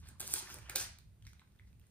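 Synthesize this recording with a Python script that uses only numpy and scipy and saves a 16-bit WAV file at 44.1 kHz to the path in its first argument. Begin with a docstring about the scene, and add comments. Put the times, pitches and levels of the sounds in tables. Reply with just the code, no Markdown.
"""A low rumble and thin hiss run throughout, while a thin page is lifted, bent and flipped.
The rumble and hiss are shaped noise. The bent sheet rustles in dense random crackle, its creases snap
as short noise bursts that ring the book, and fingers tick on the next page as brief damped tones.
A diffuse room tail rings on after the paper; two ports hear the page with a small time difference."""
import sys
import numpy as np
from scipy import signal
from scipy.fft import rfft, irfft
from scipy.io import wavfile
from scipy.ndimage import uniform_filter1d

SR = 44100
rng = np.random.default_rng(int(sys.argv[2]) if len(sys.argv) > 2 else 0)


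def inscribe(sig):
    """Save sig as 16-bit PCM at rate SR to the path in sys.argv[1].

    A 1-D sig is mono; a 2-D sig holds one channel per row.
    Samples are clipped to [-1, 1] before scaling.
    """
    pcm = np.round(np.clip(np.atleast_2d(sig).T, -1, 1) * 32767)
    wavfile.write(sys.argv[1], SR, pcm.astype(np.int16))


def voltage_ratio(decibels):
    """Convert decibels (scalar or array-like) to amplitude ratios, 20 dB per decade."""
    exponent = np.asarray(decibels, float) / 20
    return 10 ** exponent


N = 83790

# Spectrum of the background noise. Each row: frequency in Hz, relative level in dB.
AIR_SPECTRUM = [(18, -28), (40, -15), (62, 0), (80, -6), (100, -5), (140, -12), (200, -18), (240, -25),
                (400, -33), (1000, -41.5), (2500, -44), (6000, -47.5), (14000, -49), (16000, -53)]
# Likeness of the background at left and right. Each row: frequency in Hz, correlation from 0 to 1.
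AIR_CORRELATION = [(30, .93), (120, .87), (400, .6), (1200, .15), (16000, .1)]
# Random wavering of the background rumble's level. Each row: time in seconds, gain in dB, to which
# a faster waver is added.
RUMBLE_GAIN = [(0, 10), (.18, -2.5), (.27, 5.5), (.48, 1), (.56, 3.5), (.92, 6), (.98, -5), (1.06, 5.5),
               (1.17, -6.5), (1.27, 5.5), (1.5, -6), (1.62, 1), (1.81, 3.5), (1.9, -11)]
# Decay of the room. Each row: frequency in Hz, time to fall 60 dB in seconds.
ROOM_DECAY = [(150, 0.15), (1000, 0.38), (4000, 0.4), (9000, 0.25), (16000, 0.12)]
# Fingers ticking on the page. Each row: start in seconds, level in dB, ring frequency in Hz,
# level of the crackling edge in dB relative to the tick.
FINGER_TICKS = [(1.2237, -53, 3160, -5.5), (1.252, -48.5, 4300, -11), (1.267, -44.5, 1790, -10.5),
                (1.2747, -45, 2140, -12), (1.2678, -44, 5660, -5), (1.3324, -46, 1450, -8.5),
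                (1.3949, -49, 3820, -13.5), (1.3953, -50.5, 2190, -11.5), (1.405, -62, 2410, -5),
                (1.4755, -60.5, 2270, -10.5), (1.5203, -65, 4050, -3), (1.5608, -59, 1597, -11.5),
                (1.59, -53.5, 3540, -22), (1.5963, -42, 2030, -25.5), (1.7293, -56.5, 2500, -11),
                (1.7972, -57.5, 2700, -10.5), (1.8147, -60, 3250, -10)]
# Modes of the struck book. Each row: frequency in Hz, level in dB, time to fall 60 dB in seconds.
BOOK_MODES = [(375, -23, .07), (830, -27, .035), (1600, -23, .02), (2420, -25, .015), (4960, -28, .012)]
# Creases snapping. Each row: time in seconds, approximate peak in dB, centre frequency in Hz,
# tilt in dB per octave.
CREASE_SNAPS = [(0.0876, -43.5, 9200, -0.5), (0.198, -37.5, 10890, 1), (0.2028, -39, 9500, -1.5),
                (0.205, -28, 10600, 0.5), (0.2133, -33.5, 9500, 0.5), (0.2769, -31, 9200, 1),
                (0.3383, -16.5, 9200, 1.68), (.425, -41, 8600, -2), (0.501, -41, 1390, 0.5),
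                (0.5426, -36, 9400, 0.5), (0.586, -45.5, 2390, 0), (0.6969, -29, 2310, 1.5),
                (0.7588, -17.5, 4670, 1.5), (0.7654, -27, 4950, 6), (0.7675, -35.5, 9300, -2),
                (0.786, -31.5, 13000, -1), (0.9864, -47, 3600, 1), (1.7964, -58, 12000, 7.5),
                (1.8684, -61, 9730, -0.5)]
# Colour of a snapping crease, also of a tick's edge. Each row: frequency in Hz, relative level in dB.
CREASE_COLOUR = [(150, -8), (400, -9), (1500, -4.5), (2400, -2), (3100, -5.5), (3900, 3.5), (5000, -1),
                 (6500, 6), (9500, 1.5), (16000, 1.5)]
# The sheet moving. Each row: time in seconds, rustle level in dB before flutter, tilt in dB per octave.
SHEET_MOTION = [(0, -68.5, 3.5), (.03, -71.5, -9), (.09, -58, 3.8), (.125, -90, -16), (.196, -78.5, 3),
                (.2, -46.5, 4.5), (.23, -55, -3), (.274, -56, 6), (.284, -53.5, -0.5), (.305, -50.5, 3),
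                (.335, -44, 6.5), (.36, -44.5, -0.5), (.395, -46.5, 7), (.41, -51.5, -4), (.46, -55, -2),
                (.53, -53.5, -1), (.6, -64, -4), (.685, -64, -7), (.698, -53.5, -6), (.748, -69.5, -12.5),
                (.757, -38.5, 3.2), (.79, -42.5, 1.5), (.84, -48, 2.4), (.9, -66.5, -2), (1.0, -91.5, -8),
                (1.2, -102, -9), (1.27, -65.5, -4), (1.3, -77.5, 4), (1.42, -84, -13.5), (1.45, -100, -4),
                (1.58, -87.5, -7.5), (1.61, -92, -15), (1.65, -90.5, -1), (1.68, -76.5, -4), (1.74, -99, 2),
                (1.84, -82.5, -6.5), (1.9, -94.5, 11.5)]
# How much of the sheet's width moves, which sets its dull body. Each row: time in seconds, gain in dB.
SHEET_BODY = [(0, -9.5), (.1, 13), (.2, 10), (.3, 8), (.34, 10), (.45, -3.5), (.6, 9.5), (.72, -14),
              (.76, 4), (.9, 1), (1.05, -5.5), (1.25, -11), (1.9, -4)]
# Colour of paper crackle. Each row: frequency in Hz, relative level in dB.
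PAPER_COLOUR = [(120, -13), (250, -1.5), (500, -5), (1000, 1.5), (2000, 4), (4000, 1), (6000, 3),
                (9000, -1), (13000, -3), (16000, -13.5)]
# The page crossing over in the flip. Each row: time in seconds, share of the far side from 0 to 1.
PAGE_CROSSING = [(0, 0), (.62, 0), (.72, 1), (1.0, 1), (1.2, .4), (1.9, .4)]
# Lead of the left port over the right. In order: near side in seconds, far side in seconds.
PORT_LEADS = [.000085, .000055]

CREASE_RISE_S, CREASE_FALL_S = .0005, .00062  # time constants


def curve(table, col):
    """Linear interpolation in time: a table column joined by straight lines."""
    a = np.array(table, float)
    return np.interp(np.arange(N) / SR, a[:, 0], a[:, col])


def on_hz(table, size):
    """Interpolation on a logarithmic frequency axis, at the bins of a real transform."""
    a = np.array(table, float)
    f = np.fft.rfftfreq(size, 1 / SR)
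    return np.interp(np.log(f + 1), np.log(a[:, 0]), a[:, 1])


def unit(x):
    """Normalization: scale to rms 1."""
    return x / np.sqrt(np.mean(x ** 2))


def walk(rate):
    """Slow random modulation: Gaussian targets every 1 / rate s, joined by slides, at rms 1."""
    k = int(SR / rate)
    held = np.repeat(rng.standard_normal(N // k + 1), k)
    return unit(uniform_filter1d(held, k)[:N])


def bands(x):
    """Filter bank: overlapping half-octave slices that sum to the whole above 16 Hz."""
    octave = np.log2(np.fft.rfftfreq(len(x), 1 / SR) + 1)
    spectrum = rfft(x)
    for c in np.arange(4, 14.6, .5):
        yield 2 ** c, irfft(spectrum * np.clip(1 - 2 * abs(octave - c), 0, 1), len(x))


def air():
    """Partly correlated noise: a low rumble, strongest near 60 Hz and wavering, over thin hiss."""
    base_db, waver_db = -60, 1.2  # rms before the rumble is modulated; rms waver
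    alike = np.clip(on_hz(AIR_CORRELATION, N), 0, 1)
    weights = voltage_ratio(on_hz(AIR_SPECTRUM, N)) * np.sqrt([1 + alike, 1 - alike])
    mid, side = rfft(rng.standard_normal((2, N))) * weights
    noise = unit(irfft(np.array([mid + side, mid - side]), N)) * voltage_ratio(base_db)
    low = signal.sosfilt(signal.butter(2, 300, fs=SR, output="sos"), noise)
    gain = voltage_ratio(curve(RUMBLE_GAIN, 1) + waver_db * walk(14))
    return noise + (gain - 1) * low


def room(x):
    """Diffuse reverberation: independent noise tails at left and right, each band decaying on its own."""
    room_db, onset_s = -5.5, .0033  # tail energy relative to the direct sound
    t, a = np.arange(SR // 2) / SR, np.array(ROOM_DECAY)
    out = []
    for _ in range(2):
        tail = np.zeros(len(t))
        for hz, band in bands(rng.standard_normal(len(t))):
            t60 = np.interp(np.log(hz), np.log(a[:, 0]), a[:, 1])
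            tail += band * np.exp(-np.log(1000) * t / t60)
        tail *= 1 - np.exp(-t / onset_s)
        out.append(signal.fftconvolve(x, tail / np.sqrt(np.sum(tail ** 2)))[:N])
    return np.array(out) * voltage_ratio(room_db)


def burst(chance, tone, rise, fall):
    """Impulsive noise: a short burst, spectrally evened, coloured by a dB curve; peak near 1."""
    t = np.arange(1024) / SR
    shape = np.where(t < 3 * rise, np.exp(t / rise - 3), np.exp((3 * rise - t) / fall))
    s = rfft(shape * np.sign(chance))
    b = irfft(s / uniform_filter1d(abs(s), size=15) * voltage_ratio(tone))
    return b / np.sqrt(np.sum(b ** 2) / 30)


def ticks():
    """Damped resonance: each fingertip excites a short ring with a dull crackle at its edge."""
    skirt_db, t60_s = -5.5, .0065  # skirt per octave away from 2.5 kHz
    out, t = np.zeros(N + 1024), np.arange(1024) / SR
    distance = abs(np.log2(np.fft.rfftfreq(1024, 1 / SR) / 2500 + 0.013))  # octaves
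    tone = on_hz(CREASE_COLOUR, 1024) + skirt_db * distance
    for s, db, hz, edge_db in FINGER_TICKS:
        onset = 1 - np.exp(-t * hz)
        ring = np.sin(2 * np.pi * hz * t) * onset * np.exp(-np.log(1000) * t / t60_s)
        noise = burst(rng.standard_normal(1024), tone, CREASE_RISE_S / 2, CREASE_FALL_S)
        k = int(s * SR)
        out[k:k + 1024] += voltage_ratio(db) * (ring + voltage_ratio(edge_db) * noise)
    return out[:N]


def book(blows):
    """Modal response: the blows themselves plus the short ring of the stacked pages."""
    t = np.arange(SR // 8) / SR
    ring = np.zeros(len(t))
    for hz, db, t60 in BOOK_MODES:
        ring += voltage_ratio(db) * np.sin(2 * np.pi * hz * t) * np.exp(-np.log(1000) * t / t60)
    return blows + signal.fftconvolve(blows, ring)[:N]


def snaps():
    """Sudden release: each crease gives a millisecond burst, broad with a hump at its centre."""
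    hump_db = 8.5
    out, octave = np.zeros(N + 1024), np.log2(np.fft.rfftfreq(1024, 1 / SR) + 30)
    for s, db, hz, tilt in CREASE_SNAPS:
        hump = hump_db * np.exp(-(2 * (octave - np.log2(hz))) ** 2)
        tone = on_hz(CREASE_COLOUR, 1024) + tilt * (octave - 12) + hump  # tilts about 4 kHz
        k = int((s - 2 * CREASE_RISE_S) * SR)
        out[k:k + 1024] += voltage_ratio(db) * burst(rng.standard_normal(1024), tone, CREASE_RISE_S, CREASE_FALL_S)
    return out[:N]


def pops(hz):
    """Random excitation with decay: gain jumps by chance and falls back within cycles of the pitch."""
    pops_per_s, fall_cycles = 50, 8
    jump = voltage_ratio(4.5) / (1 + (hz / 4000) ** 2)  # weaker jumps at high pitch
    jumps = jump * np.minimum(rng.exponential(1, N), 2) * (rng.random(N) < pops_per_s / SR)
    gain = .6 + signal.lfilter([1], [1, -np.exp(-hz / fall_cycles / SR)], jumps)
    return unit(gain)


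def rustle():
    """Superposed crackle: dense uneven impulses; separate curves set their loudness and brightness."""
    crackle_per_s, spread_db = 9000, 1.2
    flutter_db, patchy_db = 1.5, 2.6  # rms, for the whole sheet and for each band
    size = voltage_ratio(spread_db * np.minimum(rng.exponential(1, N), 5)) * rng.standard_normal(N)
    impulses = size * (rng.random(N) < crackle_per_s / SR)
    crackle = unit(irfft(rfft(impulses) * voltage_ratio(on_hz(PAPER_COLOUR, N)), N))
    level = curve(SHEET_MOTION, 1) + flutter_db * walk(90)
    tilt, body = curve(SHEET_MOTION, 2), curve(SHEET_BODY, 1)
    out = np.zeros(N)
    for hz, band in bands(crackle):
        tilted = level + tilt * np.log2(np.clip(hz, 1260, 9500) / 4000)
        dull = body / (1 + (hz / 1000) ** 4)  # mainly below 1 kHz
        out += band * voltage_ratio(tilted + dull + patchy_db * walk(30.33)) * pops(hz)
    return out


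def scene():
    """Interaural-style delay: paper reaches the left port first by a lead that follows the page."""
    page = rustle() + book(snaps()) + ticks()
    far = curve(PAGE_CROSSING, 1)
    f, ports = np.fft.rfftfreq(N, 1 / SR), np.array([[1], [-1]])
    direct = np.zeros((2, N))
    for share, lead in zip((1 - far, far), PORT_LEADS):
        direct += irfft(rfft(page * share) * np.exp(1j * np.pi * f * lead * ports), N)
    return direct + room(page) + air()


def roll_off(x):
    """The treble ends steeply here."""
    return signal.sosfilt(signal.butter(12, 17010, fs=SR, output="sos"), x)


def record(dry):
    """Frequency-dependent phase: one shared treble turned between the ports, a weaker left below it."""
    join_hz, zero_hz, turn_s = 7000, 9400, .00022  # the ports agree in phase at zero_hz
    f, s = np.fft.rfftfreq(N, 1 / SR), rfft(dry)
    shared = 1 / (1 + (join_hz / (f + 1)) ** 24)
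    phase = 2 * np.pi * (zero_hz - f) * turn_s
    rippled = phase - .3 * np.sin(2 * phase)  # a sine ripple added to the phase slope
    turn = np.exp(.5j * rippled * np.array([[1], [-1]]))
    s[0] *= voltage_ratio(-4 * (0.5 - shared))  # 2 dB down well below the join
    out = np.sqrt(1 - shared) * s + np.sqrt(shared) * turn * s[1]
    top_cut = 1 / np.sqrt(1 + (f / 15400) ** 50)
    return roll_off(irfft(out * top_cut, N))


dry = scene()
out = record(dry)
inscribe(out)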